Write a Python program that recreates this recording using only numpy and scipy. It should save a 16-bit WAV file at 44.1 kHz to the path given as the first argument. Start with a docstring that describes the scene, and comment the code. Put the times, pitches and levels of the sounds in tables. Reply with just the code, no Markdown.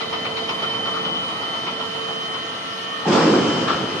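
"""The trolley of a container crane, heard on board as it rolls high above a harbour.
Its motor hums in harmonics of one fundamental, and the close tones of its inverter beat as they whine.
The wheels rumble and, for the first two seconds or so, clatter about eight times a second.
Late on they cross a rail joint: the impacts excite the modes of the steel girder,
which boom and slowly die away, and a lighter clank follows."""
import sys
import numpy as np
from scipy import signal
from scipy.io import wavfile

SR = 44100
rng = np.random.default_rng(int(sys.argv[2]) if len(sys.argv) > 2 else 0)


def to_wav(sig):
    """Store sig (one row per channel, or 1-D mono) as 16-bit WAV at the path in sys.argv[1].

    Samples outside -1..1 are clipped; the rate is SR.
    """
    pcm = np.clip(np.atleast_2d(sig), -1, 1) * 32767
    pcm = np.round(pcm).astype(np.int16)
    wavfile.write(sys.argv[1], SR, pcm.T)  # frames by channels


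N = 176400

# Balance is left level minus right; lead is the phase by which the left ear is ahead.
# motor harmonics: order, relative level/dB, balance/dB, growth/(dB/s), lead/rad
MOTOR_HARMONICS = [(3, -45.5, -2, -1.0, 0.6), (5, -39.0, 0, 1.0, 2.8), (6, -44.0, 6, 2.5, -0.8),
                   (7, -52.0, 0, -0.5, -1.2), (9, -45.5, -4, -2.5, 1.1), (10, -52.0, -6, -2.5, -1.5),
                   (12, -55.5, 2, 1.0, 1.2), (13, -45.0, 3, 1.5, -0.5), (15, -52.5, 1, 2.0, 2.1),
                   (17, -50.0, 1, -3.0, 2.0), (21, -55.0, 6, -2.5, -1.2)]
# gear and drive tones: f/Hz, relative level/dB, balance/dB, growth/(dB/s), lead/rad
GEAR_TONES = [(1229, -45.0, 4, 2.5, 3.0), (1280, -42.5, 3, 0.0, 2.9), (1536, -53.0, 4, 2.5, 2.9),
              (1791, -48.0, 2, 1.0, 1.5), (1842, -45.0, -2, 0.5, 1.7), (2047, -52.5, -4, 1.0, -0.2),
              (2456, -50.5, 0, 0.5, 0.3), (3685, -55.5, 1, 1.0, -2.7), (4095, -54.0, -1, -1.5, -3.1),
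              (4300, -52.0, -2, -2.0, 2.7), (4351, -54.5, -2, 0.5, 1.8), (4862, -59.0, 3, -1.5, -3.1),
              (5156, -60.5, -2, 0.5, 1.8)]
# course of the low hum: t/s, relative level/dB
HUM_LEVEL = [(0, 1), (.5, 1.5), (1.0, -1), (1.4, -7), (2.0, 0.5), (2.7, -6.5), (4.0, -5)]
# the inverter's two whines: t/s, relative level/dB, balance/dB
LOWER_WHINE = [(0, -37.5, 3), (0.1, -36.0, -12), (0.22, -30.0, 2), (0.33, -36.0, 5), (0.48, -32.5, -5),
               (0.6, -31.5, -8), (0.7, -28.0, -3), (0.86, -28.5, -1), (0.97, -31.5, 3), (1.12, -30.0, 1),
               (1.25, -29.5, -2), (1.38, -32.5, -14), (1.55, -32.0, 3), (1.88, -35.5, -14),
               (2.1, -32.0, -7), (2.3, -32.0, 0), (2.48, -35.0, -5), (2.66, -44.0, 1), (2.87, -35.5, 1),
               (3.15, -40.5, -14), (3.52, -31.5, -1), (3.8, -36.0, 3), (3.95, -36.0, 3)]
UPPER_WHINE = [(0, -44.0, 11), (0.2, -45.0, 1), (0.33, -37.0, -1), (0.48, -39.0, -1), (0.66, -34.0, -1),
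               (0.85, -37.0, -12), (1.05, -41.5, -10), (1.2, -42.0, 10), (1.4, -40.5, 6), (1.8, -45.0, -2)]
# their direction, turning as the trolley moves: t/s, lead/rad
WHINE_LEAD = [(0, .3), (.35, -.6), (.6, .8), (.87, 1.0), (1.05, 2.5), (1.37, 2.4), (1.55, 1.2), (1.8, 1.6),
              (2.05, -1.4), (4, -1.1)]
# inverter side tones and overtones: f/Hz, level/dB, balance/dB, growth/(dB/s), lead/rad
INVERTER_TONES = [(3046, -51.5, 3, -6.0, 1.2), (3055, -49.5, 0, 1.5, -2.6), (3108, -48.5, -1, -2.0, 3.0),
                  (3138, -50.5, -4, 1.0, 2.0), (6117, -66.0, 3, -6.0, 2.2), (6141, -58.5, 0, 2.0, -1.2),
                  (6157, -59.5, 0, 2.5, -0.8), (9192, -67.0, 2, -2.0, 2.2), (9231, -62.5, -1, 0.0, -1.4)]
# course of the wheel rumble: t/s, level/dB
RUMBLE_LEVEL = [(0, -32.5), (.6, -32), (1.1, -31), (1.5, -33.5), (2.2, -35), (2.7, -36.5), (2.98, -37),
                (3.06, -33)]
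# spectra of wheel rumble and of air and rail hiss: f/Hz, relative density/dB
RUMBLE_SPECTRUM = [(25, -28), (50, -37), (80, -12.5), (125, -5), (190, -0.5), (250, -1.5), (310, -2.5),
                   (400, -5.5), (520, -2), (800, -4.5), (1250, -4), (1700, -24.5), (3000, -32)]
HISS_SPECTRUM = [(500, -32), (1200, -7), (1700, 5.5), (2200, 1), (2650, 7.5), (3100, 8), (3900, 4.5),
                 (5200, -1.5), (6100, -8.5), (7900, -15), (9000, -32.5), (10200, -16), (12000, -51)]
# likeness of the two ears' signals, for rolling and for the girder: f/Hz, correlation before clipping
ROLL_LIKENESS = [(60, 0.35), (130, 0.95), (280, 0.89), (610, 0.65), (1320, 0.3), (2860, -0.67),
                 (6190, 0.27), (13400, -1.1)]
GIRDER_LIKENESS = [(60, 0.73), (150, 0.99), (360, 0.92), (900, 0.52), (2210, 0.64), (5440, -0.24),
                   (13400, 0.98)]
# side from which each noise band arrives: f/Hz, balance/dB
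BAND_BALANCE = [(200, -1), (700, -1), (1000, 0), (1350, 7), (1750, 0), (2200, -0.5), (3300, 0),
                (4300, -3.5), (6000, 4), (9000, 1)]
# wheel knocks: t/s, clatter level/dB, rattle level/dB, ring level/dB
KNOCKS = [(0.004, -30.5, -30, -41), (0.124, -28, -32, -37), (0.247, -31, -30, -46),
          (0.366, -32.5, -30.5, -40), (0.489, -29, -31, -40), (0.62, -28, -33, -36), (0.734, -40, -38, -38),
          (0.854, -28, -34, -36), (0.936, -30, -48, -51), (0.965, -45, -46, -41), (1.048, -33.5, -36, -32),
          (1.163, -37, -41, -32.5), (1.285, -33.5, -37.5, -31.5), (1.413, -32, -38, -36),
          (1.534, -31.5, -41.5, -36), (1.665, -28.5, -33.5, -33), (1.798, -31, -41, -36),
          (1.947, -34, -47, -38), (2.08, -33.5, -50, -45), (2.203, -38.5, -42, -56),
          (2.333, -30.5, -39, -47)]
# spectra of a knock's two noises: f/Hz, relative density/dB
CLATTER_SPECTRUM = [(60, -38), (160, -9.5), (300, -9), (600, -6), (800, -3), (1030, 2.5), (1350, 2),
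                    (1700, -21), (2600, -9.5), (3500, -18), (6000, -35)]
RATTLE_SPECTRUM = [(1200, -22), (2100, 10.5), (3000, 10.5), (4000, 6), (5300, -1), (6200, -46), (9000, -23)]
# spectra of the sounds at the rail joint: f/Hz, relative density/dB
BOOM_SPECTRUM = [(25, -48), (50, -46.5), (80, -23), (120, -13), (170, 1), (300, -1.5), (480, -3.5),
                 (680, -11), (1150, -9), (1900, -22), (2800, -20), (3800, -26.5), (5300, -21.5),
                 (6100, -30.5), (8200, -35.5), (9500, -55)]
CONTACT_SPECTRUM = [(300, -5), (600, -4), (850, 27), (1100, -11), (1700, -18), (5000, -28)]
CRASH_SPECTRUM = [(300, 4), (700, 12), (1300, 15), (2000, -3), (3000, -15), (4300, 1), (5200, 3),
                  (6200, -15), (8200, -20), (9300, -42)]
SWELL_SPECTRUM = [(70, -37), (150, -10), (240, 0), (320, 8), (400, 0), (500, -7), (750, -12), (2000, -48)]
CLANK_SPECTRUM = [(150, -28.5), (600, -2), (1000, -5), (1350, 12), (1900, -11.5), (2800, -6), (4500, -11),
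                  (6200, -29), (9000, -56)]
# time the girder takes to decay by 60 dB: f/Hz, T60/s
GIRDER_T60 = [(60, 14), (150, 2.7), (300, 3.6), (600, 3.26), (1200, 3.17), (3000, 4.7), (8000, 2.9)]

MOTOR_HZ, LOWER_WHINE_HZ, UPPER_WHINE_HZ = 224.2, 3070, 3093.5
RING_HZ, RING_WIDTH_HZ = 3065, 200
FIRST_BLOW_S, SECOND_BLOW_S = 3.055, 3.112


def from_db(db):
    """Amplitude ratio: tenfold for every 20 dB."""
    return 10 ** (np.asarray(db) / 20)


def unit_rms(x):
    """Normalisation to unit mean power."""
    return x / np.sqrt(np.mean(x ** 2) + 1e-20)


def clock():
    """Uniform sampling: the time of each sample in seconds."""
    return np.arange(N) / SR


def in_time(rows):
    """Linear interpolation of (t/s, value) rows at every sample."""
    return np.interp(clock(), *np.transpose(rows))


def at_hz(rows, hz):
    """Interpolation of (f/Hz, value) rows on a logarithmic frequency axis."""
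    frequencies, values = np.transpose(rows)
    return np.interp(np.log(hz), np.log(frequencies), values)


def pan(balance_db):
    """Level difference between the ears at constant total power."""
    gains = from_db(np.array([[1], [-1]]) * balance_db / 2)
    return gains / np.sqrt(np.mean(gains ** 2, axis=0))


def drift(rate_hz):
    """Slow random fluctuation: low-pass filtered noise of unit rms."""
    step, settling = 100, 1000
    pole = np.exp(-2 * np.pi * rate_hz * step / SR)
    white = rng.standard_normal(N // step + settling + 2)
    slow = signal.lfilter([1], [1, -2 * pole, pole ** 2], white)[settling:]
    return np.interp(np.arange(N) / step, np.arange(len(slow)), unit_rms(slow))


def tone(hz, lead, wander_hz, waver_db, scatter=0.42):
    """Interference: a wandering sine adds to reflections that shift differently at each ear."""
    phase = 2 * np.pi * np.cumsum(hz + wander_hz * drift(7.9)) / SR
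    ears = []
    for angle in (phase, phase - lead):
        waver = from_db(waver_db * drift(2.8))
        reflections = drift(5.5) / 2 * np.sin(angle) + drift(1.53) * np.cos(angle)
        ears.append(waver * (np.sin(angle) + scatter * reflections))
    return np.sqrt(2) * np.array(ears)


def partials(rows, wander_hz, waver_db, unit_hz=1):
    """Superposition of tones, each growing or fading as the trolley travels."""
    travel_s = np.minimum(clock(), 2.8) - 1.5   # growth pivots about 1.5 s and ends at 2.8 s
    return sum(from_db(db + growth * travel_s) * pan(balance)
               * tone(multiple * unit_hz, lead, wander_hz, waver_db)
               for multiple, db, balance, growth, lead in rows)


def motor():
    """Periodic vibration: the motor gives a harmonic series, its gears and drive add further tones."""
    hum = tone(2 * MOTOR_HZ, lead=1, wander_hz=0.7, waver_db=1, scatter=0.31)
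    hum_gain = from_db(-36.5 + in_time(HUM_LEVEL)) * pan(-19.5)
    whirr = partials(MOTOR_HARMONICS, wander_hz=0.7, waver_db=1.8, unit_hz=MOTOR_HZ)
    gears = partials(GEAR_TONES, wander_hz=0.9, waver_db=2.6)
    return hum_gain * hum + from_db(-1.5) * whirr + from_db(-1) * gears


def inverter():
    """Beating: two close whines and their side tones flutter at their difference frequencies."""
    def whine(hz, rows):
        rows = np.array(rows)
        gain = from_db(in_time(rows[:, [0, 1]])) * pan(in_time(rows[:, [0, 2]]))
        return gain * tone(hz, in_time(WHINE_LEAD), wander_hz=1.8, waver_db=0.6, scatter=0.25)
    fade_db = 3 * np.maximum(clock() - 1.5, 0)
    lower = from_db(0.5) * whine(LOWER_WHINE_HZ, LOWER_WHINE)
    upper = from_db(-0.5 - fade_db) * whine(UPPER_WHINE_HZ, UPPER_WHINE)
    side_tones = partials(INVERTER_TONES, wander_hz=1.13, waver_db=0.1)
    top_overtone = from_db(-71) * tone(hz=12297, lead=1, wander_hz=1.8, waver_db=2.6)
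    return lower + upper + side_tones + top_overtone


def band_noise(spectrum, likeness, flicker_db, envelope=lambda hz: 1):
    """Incoherent addition: third-octave noise bands, each with its own flicker, sum in power."""
    edges = 22 * 2 ** (np.arange(29) / 3)
    white = rng.standard_normal((2, 2, N))   # adjacent bands draw on independent noise
    total, power = 0, 0
    for k, (low, high) in enumerate(zip(edges, edges[1:])):
        if high < spectrum[0][0] or low > spectrum[-1][0]:
            continue
        hz = np.sqrt(low * high)
        bandpass = signal.butter(3, [low, high], "band", fs=SR, output="sos")
        mid, side = signal.sosfilt(bandpass, white[k % 2])
        correlation = np.clip(at_hz(likeness, hz), -0.99, 0.99)
        ears = np.sqrt(1 + correlation) * mid + np.sqrt(1 - correlation) * np.array([side, -side])
        gain = from_db(at_hz(spectrum, hz))
        flicker = from_db(flicker_db * drift(11.5))
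        total += ears * pan(at_hz(BAND_BALANCE, hz)) * gain * envelope(hz) * flicker
        power += 4 * gain ** 2 * (high - low) / SR
    return total / np.sqrt(power)


def rolling():
    """Broadband noise: the wheels rumble beneath the steady hiss of cooling air and rail."""
    rumble = band_noise(RUMBLE_SPECTRUM, ROLL_LIKENESS, flicker_db=1)
    hiss = band_noise(HISS_SPECTRUM, ROLL_LIKENESS, flicker_db=1.7)
    return from_db(in_time(RUMBLE_LEVEL)) * rumble + from_db(-36) * hiss


def blow(start_s, db, rise_s, hold_s, t60_s):
    """Damping: after a linear rise and a hold, the amplitude of an impact decays exponentially."""
    t = clock() - start_s
    decay_db = -60 * np.maximum(t - rise_s - hold_s, 0) / t60_s
    return from_db(db) * np.clip(t / rise_s, 0, 1) * from_db(decay_db)


def wheel_knocks():
    """Impact excitation: each knock makes the frame clatter and rattle and the steel wheels resonate."""
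    clatter_gain, rattle_gain, ring_gain = 0, 0, 0
    for start_s, clatter_db, rattle_db, ring_db in KNOCKS:
        clatter_gain += blow(start_s, clatter_db, rise_s=0.005, hold_s=0.02, t60_s=0.17)
        rattle_gain += blow(start_s, rattle_db, rise_s=0.003, hold_s=0.016, t60_s=0.14)
        ring_gain += blow(start_s, ring_db, rise_s=0.005, hold_s=0.02, t60_s=0.17)
    clatter = band_noise(CLATTER_SPECTRUM, ROLL_LIKENESS, flicker_db=2)
    rattle = band_noise(RATTLE_SPECTRUM, ROLL_LIKENESS, flicker_db=3)
    ring_band = [RING_HZ - RING_WIDTH_HZ / 2, RING_HZ + RING_WIDTH_HZ / 2]
    resonance = signal.butter(2, ring_band, "band", fs=SR, output="sos")
    ring = unit_rms(signal.sosfilt(resonance, rng.standard_normal((2, N))))
    return clatter_gain * clatter + rattle_gain * rattle + ring_gain * ring


def rail_joint():
    """Modal overlap: two blows excite girder modes so dense that they merge into decaying noise."""
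    def free_decay(hz):
        t60_s = at_hz(GIRDER_T60, hz)
        first = blow(FIRST_BLOW_S, db=-18, rise_s=0.028, hold_s=0.033, t60_s=t60_s)
        second = blow(SECOND_BLOW_S, db=-17, rise_s=0.019, hold_s=0.026, t60_s=t60_s)
        return np.hypot(first, second)   # their energies add

    def steel(spectrum, envelope=lambda hz: 1):
        return band_noise(spectrum, GIRDER_LIKENESS, flicker_db=1.5, envelope=envelope)
    boom = steel(BOOM_SPECTRUM, free_decay)
    # a hard contact, a crash of loose steel, the swell of the girder's low ring, then a lighter clank
    contact = steel(CONTACT_SPECTRUM) * blow(FIRST_BLOW_S, -23.5, rise_s=0.002, hold_s=0.008, t60_s=0.1)
    crash = steel(CRASH_SPECTRUM) * blow(SECOND_BLOW_S, -22.5, rise_s=0.025, hold_s=0.04, t60_s=0.6)
    swell = steel(SWELL_SPECTRUM) * blow(start_s=3.21, db=-19, rise_s=0.07, hold_s=0.11, t60_s=1.1)
    clank = steel(CLANK_SPECTRUM) * blow(start_s=3.673, db=-22, rise_s=0.005, hold_s=0.04, t60_s=0.4)
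    # the rail joint's sound is low-pass filtered steeply, silent above about 9.8 kHz
    lowpass = signal.cheby2(12, 60, 9790, fs=SR, output="sos")
    return signal.sosfilt(lowpass, boom + contact + crash + swell + clank)


def scene():
    """Linear superposition: the pressures of all sources add at the trolley."""
    return motor() + inverter() + rolling() + wheel_knocks() + rail_joint()


def record(dry):
    """Low-pass filtering: everything above 14 kHz is attenuated by at least 70 dB."""
    return signal.sosfilt(signal.cheby2(12, 70, 14000, fs=SR, output="sos"), dry)


dry = scene()
out = record(dry)
to_wav(out)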